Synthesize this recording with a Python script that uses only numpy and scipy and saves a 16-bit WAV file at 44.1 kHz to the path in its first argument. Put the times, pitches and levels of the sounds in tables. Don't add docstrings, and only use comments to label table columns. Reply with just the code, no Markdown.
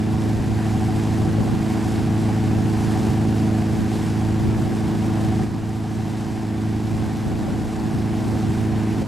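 import sys
import numpy as np
from scipy import signal
from scipy.fft import rfft, irfft
from scipy.io import wavfile
from scipy.ndimage import uniform_filter1d

SR = 44100
rng = np.random.default_rng(int(sys.argv[2]) if len(sys.argv) > 2 else 0)


def to_wav(s):
    ch = np.atleast_2d(s).T
    pcm = np.round(np.clip(ch, -1, 1) * 32767)
    wavfile.write(sys.argv[1], SR, pcm.astype(np.int16))


N = 399987
TIME = np.arange(N) / SR

# strength_db, late_share_of_gap
FIRINGS = [(0.3, 0.0082), (-2.57, 0.011), (-4.5, 0.0031), (-2.5, 0.25)]
# freq_hz, gain_db
PIPE_RESPONSE = [(25, -10), (54, -6.5), (81, 7), (108, 3), (135, -4), (190, -1.5), (216, 6), (243, -3.5),
                 (271, -1.5), (297, -15), (325, 0), (352, -29.5), (430, -13), (475, -34.5), (545, -24.5),
                 (595, -34), (660, -23.5), (1100, -53.5), (5000, -100)]
# time_s, level_db
BOOM_CURVE = [(0.0, -27), (0.07, -22.5), (1.2, -24), (1.69, -28.5), (2.32, -22), (3.02, -26), (3.16, -22.5),
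              (4.01, -25.0), (4.36, -22), (4.64, -26.5), (5.84, -24.5), (6.4, -28.5), (6.68, -22.0),
              (7.8, -34), (8.02, -23.5), (8.37, -27.5), (8.72, -23.0), (9.07, -30)]
# time_s, level_db
BARK_CURVE = [(0.0, -21), (0.35, -25), (2.74, -23), (3.45, -22.0), (4.85, -24.5), (5.34, -23.5),
              (5.55, -25.5), (6.75, -23), (6.96, -25.0), (9.07, -23.5)]
# order_per_cycle, level_db (relative
SHAFT_LINES = [(2.5, -24), (5.5, -20.5), (9.5, -22.5), (10.5, -23), (13.5, -21.5), (14, -23), (14.5, -27),
               (23, -33), (24, -28), (29, -28.5)]
# centre_s, length_s, rise_db
GEAR_SWELLS = [(.83, 0.3, 4.5), (3.0, 0.71, 2.5), (5.33, .3, 3)]
# freq_hz, density_db
RUMBLE_SPECTRUM = [(30, -35), (60, -3.5), (90, -3.5), (130, 2), (200, -4), (300, -5.5), (370, -8.5),
                   (460, -25), (700, -39), (2000, -58)]
CHURN_SPECTRUM = [(60, -24), (150, -6), (300, 2.5), (460, 1.5), (570, -2.5), (670, -1), (800, -5.5),
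                  (1020, -16), (1250, -12), (2500, -41), (8000, -80)]
RUSH_SPECTRUM = [(300, -19), (560, -4.5), (670, 9), (770, 8), (880, 8.5), (1040, 5.5), (1280, -1),
                 (1600, 2), (2100, -2.5), (2900, -6.5), (4500, -14), (9000, -45), (14000, -70)]
SPRAY_SPECTRUM = [(900, -29), (2200, -4.5), (3400, -2), (5000, .5), (6700, -2.5), (7800, -1.5), (9300, -7),
                  (11700, -8), (13000, -15), (14800, -22.5), (16000, -24)]
WIND_SPECTRUM = [(8, -12), (22, -4), (45, 4), (70, 6), (120, -4), (250, -15), (600, -25), (2000, -80)]
# centre_s, length_s, rise_db
WAKE_CRESTS = [(.66, 0.23, 2), (1.03, .2, 2.2), (1.8, 0.3, 2.5), (2.87, 0.25, 3.5), (3.08, 0.11, 2),
               (3.95, 0.46, 3.2), (6.13, 0.33, 2.1), (7.12, 0.33, 1.2), (8.38, .2, 0.2)]
# start_s, level_db, pitch_hz
KNOCKS = [(1.378, -29, 544), (2.287, -30, 850), (3.617, -30, 738), (6.080, -28, 740), (7.476, -30, 560),
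          (7.788, -29, 875), (8.550, -34, 1520), (9.016, -31, 540)]
# centre_s, length_s, rise_db
WIND_GUSTS = [(.38, 0.14, 15), (1.42, .25, 12), (2.58, .22, 11), (3.02, 0.51, 9.5), (3.85, 0.45, 9),
              (4.55, 0.44, 17), (5.45, .14, 10), (6.97, .15, 11), (7.28, 0.23, 13), (7.52, 0.18, 18),
              (7.9, 0.44, 8), (8.32, 0.15, 8), (9.05, 0.11, 14)]
# start_s, depth_db
LEVEL_DIPS = [(-.02, 1.73), (3.62, 1.94), (5.443, 5), (9.025, 5.5)]


def exhaust(cycles, uneven=0.023, jitter_s=.00003, split_hz=160, boom_trim_db=0.43, bark_trim_db=-0.34):
    cylinders = len(FIRINGS)
    firing = np.arange(int(cylinders * cycles[-1]))
    strength_db, late = np.array(FIRINGS)[firing % cylinders].T
    size, stray = rng.standard_normal((len(firing), 2)).T
    start_s = np.interp((firing + late) / cylinders, cycles, TIME) + jitter_s * stray
    beats = np.zeros(N)
    beats[np.clip(np.round(start_s * SR).astype(int), 0, N - 1)] = -from_db(strength_db) - uneven * size
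    pipe = ring(beats - beats.mean(), PIPE_RESPONSE)
    low = lowpass(pipe, split_hz)
    boom = unit(low) * from_db(follow(BOOM_CURVE) + boom_trim_db)
    bark = unit(pipe - low) * from_db(follow(BARK_CURVE) + bark_trim_db)
    return boom + bark


def disperse(x, corner_hz=36):
    pole = np.exp(-2 * np.pi * corner_hz / SR)
    return signal.lfilter([pole, -1], [1, -pole], x)


def flutter(x, cycles, above_hz=275, swing_s=.00025):
    low = lowpass(x, above_hz)
    return low + np.interp(TIME + swing_s * np.cos(np.pi * cycles), TIME, x - low)


def shaft_hum(cycles, unsteady=0.098):
    hum = np.zeros(N)
    for order, level_db in SHAFT_LINES:
        gain = from_db(level_db) * (1 + unsteady * waver(1.8))
        hum += gain * np.cos(2 * np.pi * (order * cycles + rng.random()))
    return np.sqrt(2) * hum * from_db(follow(BARK_CURVE))


def pan_right(x, lag_s=.0001, tilt_db=0.7):
    left = np.interp(TIME - lag_s, TIME, x)
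    return np.array([left * from_db(-tilt_db), x * from_db(tilt_db)])


def gear_whine(cycles, order=28, rough=.25, width_hz=80, sharpness=1.6, peak_cycles=.29, level_db=-41.5):
    mesh_rad = 2 * np.pi * order * cycles
    tone = (1 + rough * waver(width_hz)) * np.cos(mesh_rad)
    tone += rough * waver(width_hz) * np.sin(mesh_rad)
    throb = np.exp(sharpness * np.cos(np.pi * (cycles - peak_cycles)))
    return unit(tone * throb) * from_db(swells(GEAR_SWELLS) + level_db)


def rumble(level_db=-28.5, gust_share=0.18):
    low = noise(RUMBLE_SPECTRUM, coherence=0.35, patchy_db=0.9, flicker_db=1.5)
    return low * from_db(level_db + gust_share * swells(WIND_GUSTS))


def wake(cycles, churn_db=-38, rush_db=-37.5, spray_db=-46.0, drops_db=-53,
         gust_share=0.13, crest_share=0.5, restless_db=.2, pulsing=0.07, lope=0.069):
    crest_db = swells(WAKE_CRESTS) + restless_db * waver(4.3)
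    churn = noise(CHURN_SPECTRUM, coherence=0.65, patchy_db=1.0, flicker_db=1.16)
    churn *= from_db(churn_db + gust_share * swells(WIND_GUSTS))
    rush = noise(RUSH_SPECTRUM, coherence=0.88, patchy_db=0.68, flicker_db=0.1)
    rush *= from_db(rush_db + crest_share * crest_db)
    hiss = noise(SPRAY_SPECTRUM, coherence=1.0, patchy_db=0.5, flicker_db=0.8)
    spray = (hiss * from_db(spray_db) + droplets() * from_db(drops_db)) * from_db(crest_db)
    cycle_rad = 2 * np.pi * cycles
    shake = 1 + pulsing * np.cos(len(FIRINGS) * cycle_rad)
    shake += lope * (np.cos(cycle_rad) + np.cos(2 * cycle_rad))
    return churn + shake * (rush + spray)


def droplets(rate_per_s=1500, spread_db=3.5, decay_periods=2.9, top_hz=11000, pitches=24):
    age_s, out = np.arange(600) / SR, np.zeros(N)
    candidates = 2000
    chance = rate_per_s * N / SR / pitches / candidates
    for pitch_hz in np.geomspace(1800, 10000, pitches):
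        place, size, draw = rng.random((candidates, 3)).T
        size_db = spread_db * np.minimum(-np.log(size), 5)
        impacts = np.zeros(N)
        impacts[(place * N).astype(int)] = from_db(size_db) * (draw < chance)
        ping = np.sin(2 * np.pi * pitch_hz * age_s) * np.exp(-pitch_hz * age_s / decay_periods)
        out += signal.oaconvolve(impacts, ping)[:N]
    return unit(lowpass(out, top_hz, order=5))


def knocks(rise_periods=3.6, width_hz=170, rough=0.2, trim_db=1):
    out, grain, drift = np.zeros(N), waver(width_hz), waver(width_hz)
    for start_s, level_db, pitch_hz in KNOCKS:
        age = np.maximum(TIME - start_s, 0) * pitch_hz / rise_periods
        hollow = (1 + rough * grain) * np.sin(2 * np.pi * pitch_hz * TIME + rough * drift)
        out += hollow * age * np.exp(1 - age) * from_db(level_db + trim_db)
    return out


def wind(level_db=-46.5):
    buffet = noise(WIND_SPECTRUM, coherence=.05, patchy_db=0.5, flicker_db=4.0)
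    return buffet * from_db(swells(WIND_GUSTS) + level_db)


def dip_gain(fall_s=0.011, recover_db_per_s=1.27):
    cuts_db = []
    for start_s, depth_db in LEVEL_DIPS:
        age_s = TIME - start_s
        cuts_db.append(np.clip(age_s / fall_s, 0, 1) * np.maximum(depth_db - recover_db_per_s * age_s, 0))
    return from_db(-np.max(cuts_db, axis=0))


def noise(spectrum, coherence, patchy_db, flicker_db):
    freq_hz = np.fft.rfftfreq(2048, 1 / SR)
    mid_re, mid_im, side_re, side_im, patches = rng.standard_normal((5, N // 512 + 5, len(freq_hz)))
    patches = unit(uniform_filter1d(uniform_filter1d(patches, size=6, axis=0), size=40, axis=1))
    flicker = unit(uniform_filter1d(rng.standard_normal(len(patches)), size=4))[:, None]
    mid = np.sqrt(1 + coherence) * (mid_re + 1j * mid_im)
    side = np.sqrt(1 - coherence) * (side_re + 1j * side_im)
    gain = from_db(spectrum_db(spectrum, freq_hz) + patchy_db * patches + flicker_db * flicker)
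    frames = np.array([mid + side, mid - side]) * gain
    pair = signal.istft(frames.swapaxes(1, 2), nperseg=2048, noverlap=1536)[1][:, :N]
    return pair / pair.mean(axis=0).std()


def ring(x, spectrum):
    freq_hz = abs(np.fft.fftfreq(8192, 1 / SR))
    log_gain = np.log(from_db(spectrum_db(spectrum, freq_hz)))
    response = np.fft.ifft(np.exp(np.conj(signal.hilbert(log_gain)))).real[:4096]
    return signal.oaconvolve(x, response)[:N]


def lowpass(x, cutoff_hz, order=4):
    size = 2 ** 19
    freq_hz = np.fft.rfftfreq(size, 1 / SR)
    return irfft(rfft(x, size) / (1 + (freq_hz / cutoff_hz) ** (2 * order)))[..., :N]


def waver(width_hz):
    return unit(lowpass(rng.standard_normal(N), width_hz, order=2))


def swells(rows):
    return sum(rise_db * .5 ** ((2 * (TIME - centre_s) / length_s) ** 2)
               for centre_s, length_s, rise_db in rows)


def spectrum_db(points, freq_hz):
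    knots_hz, knots_db = np.transpose(points)
    return np.interp(np.log(freq_hz + 1), np.log(knots_hz), knots_db)


def follow(rows):
    return np.interp(TIME, *np.transpose(rows))


def from_db(db):
    return 10 ** (np.asarray(db) / 20)


def unit(x):
    return x / np.sqrt(np.mean(x ** 2) + 1e-20)


def scene(cycle_hz=27.05, wander_cycles=0.0099):
    cycles = cycle_hz * TIME + wander_cycles * waver(1.16)
    drone = flutter(disperse(exhaust(cycles)), cycles)
    engine = pan_right(drone + shaft_hum(cycles)) + gear_whine(cycles)
    return (engine + rumble() + wake(cycles) + knocks() + wind()) * dip_gain()


def record(dry):
    edge_hz = 15700
    taps = signal.firwin(511, edge_hz, window=("kaiser", 9), fs=SR)
    return signal.oaconvolve(dry, taps[None], "same")


dry = scene()
out = record(dry)
to_wav(out)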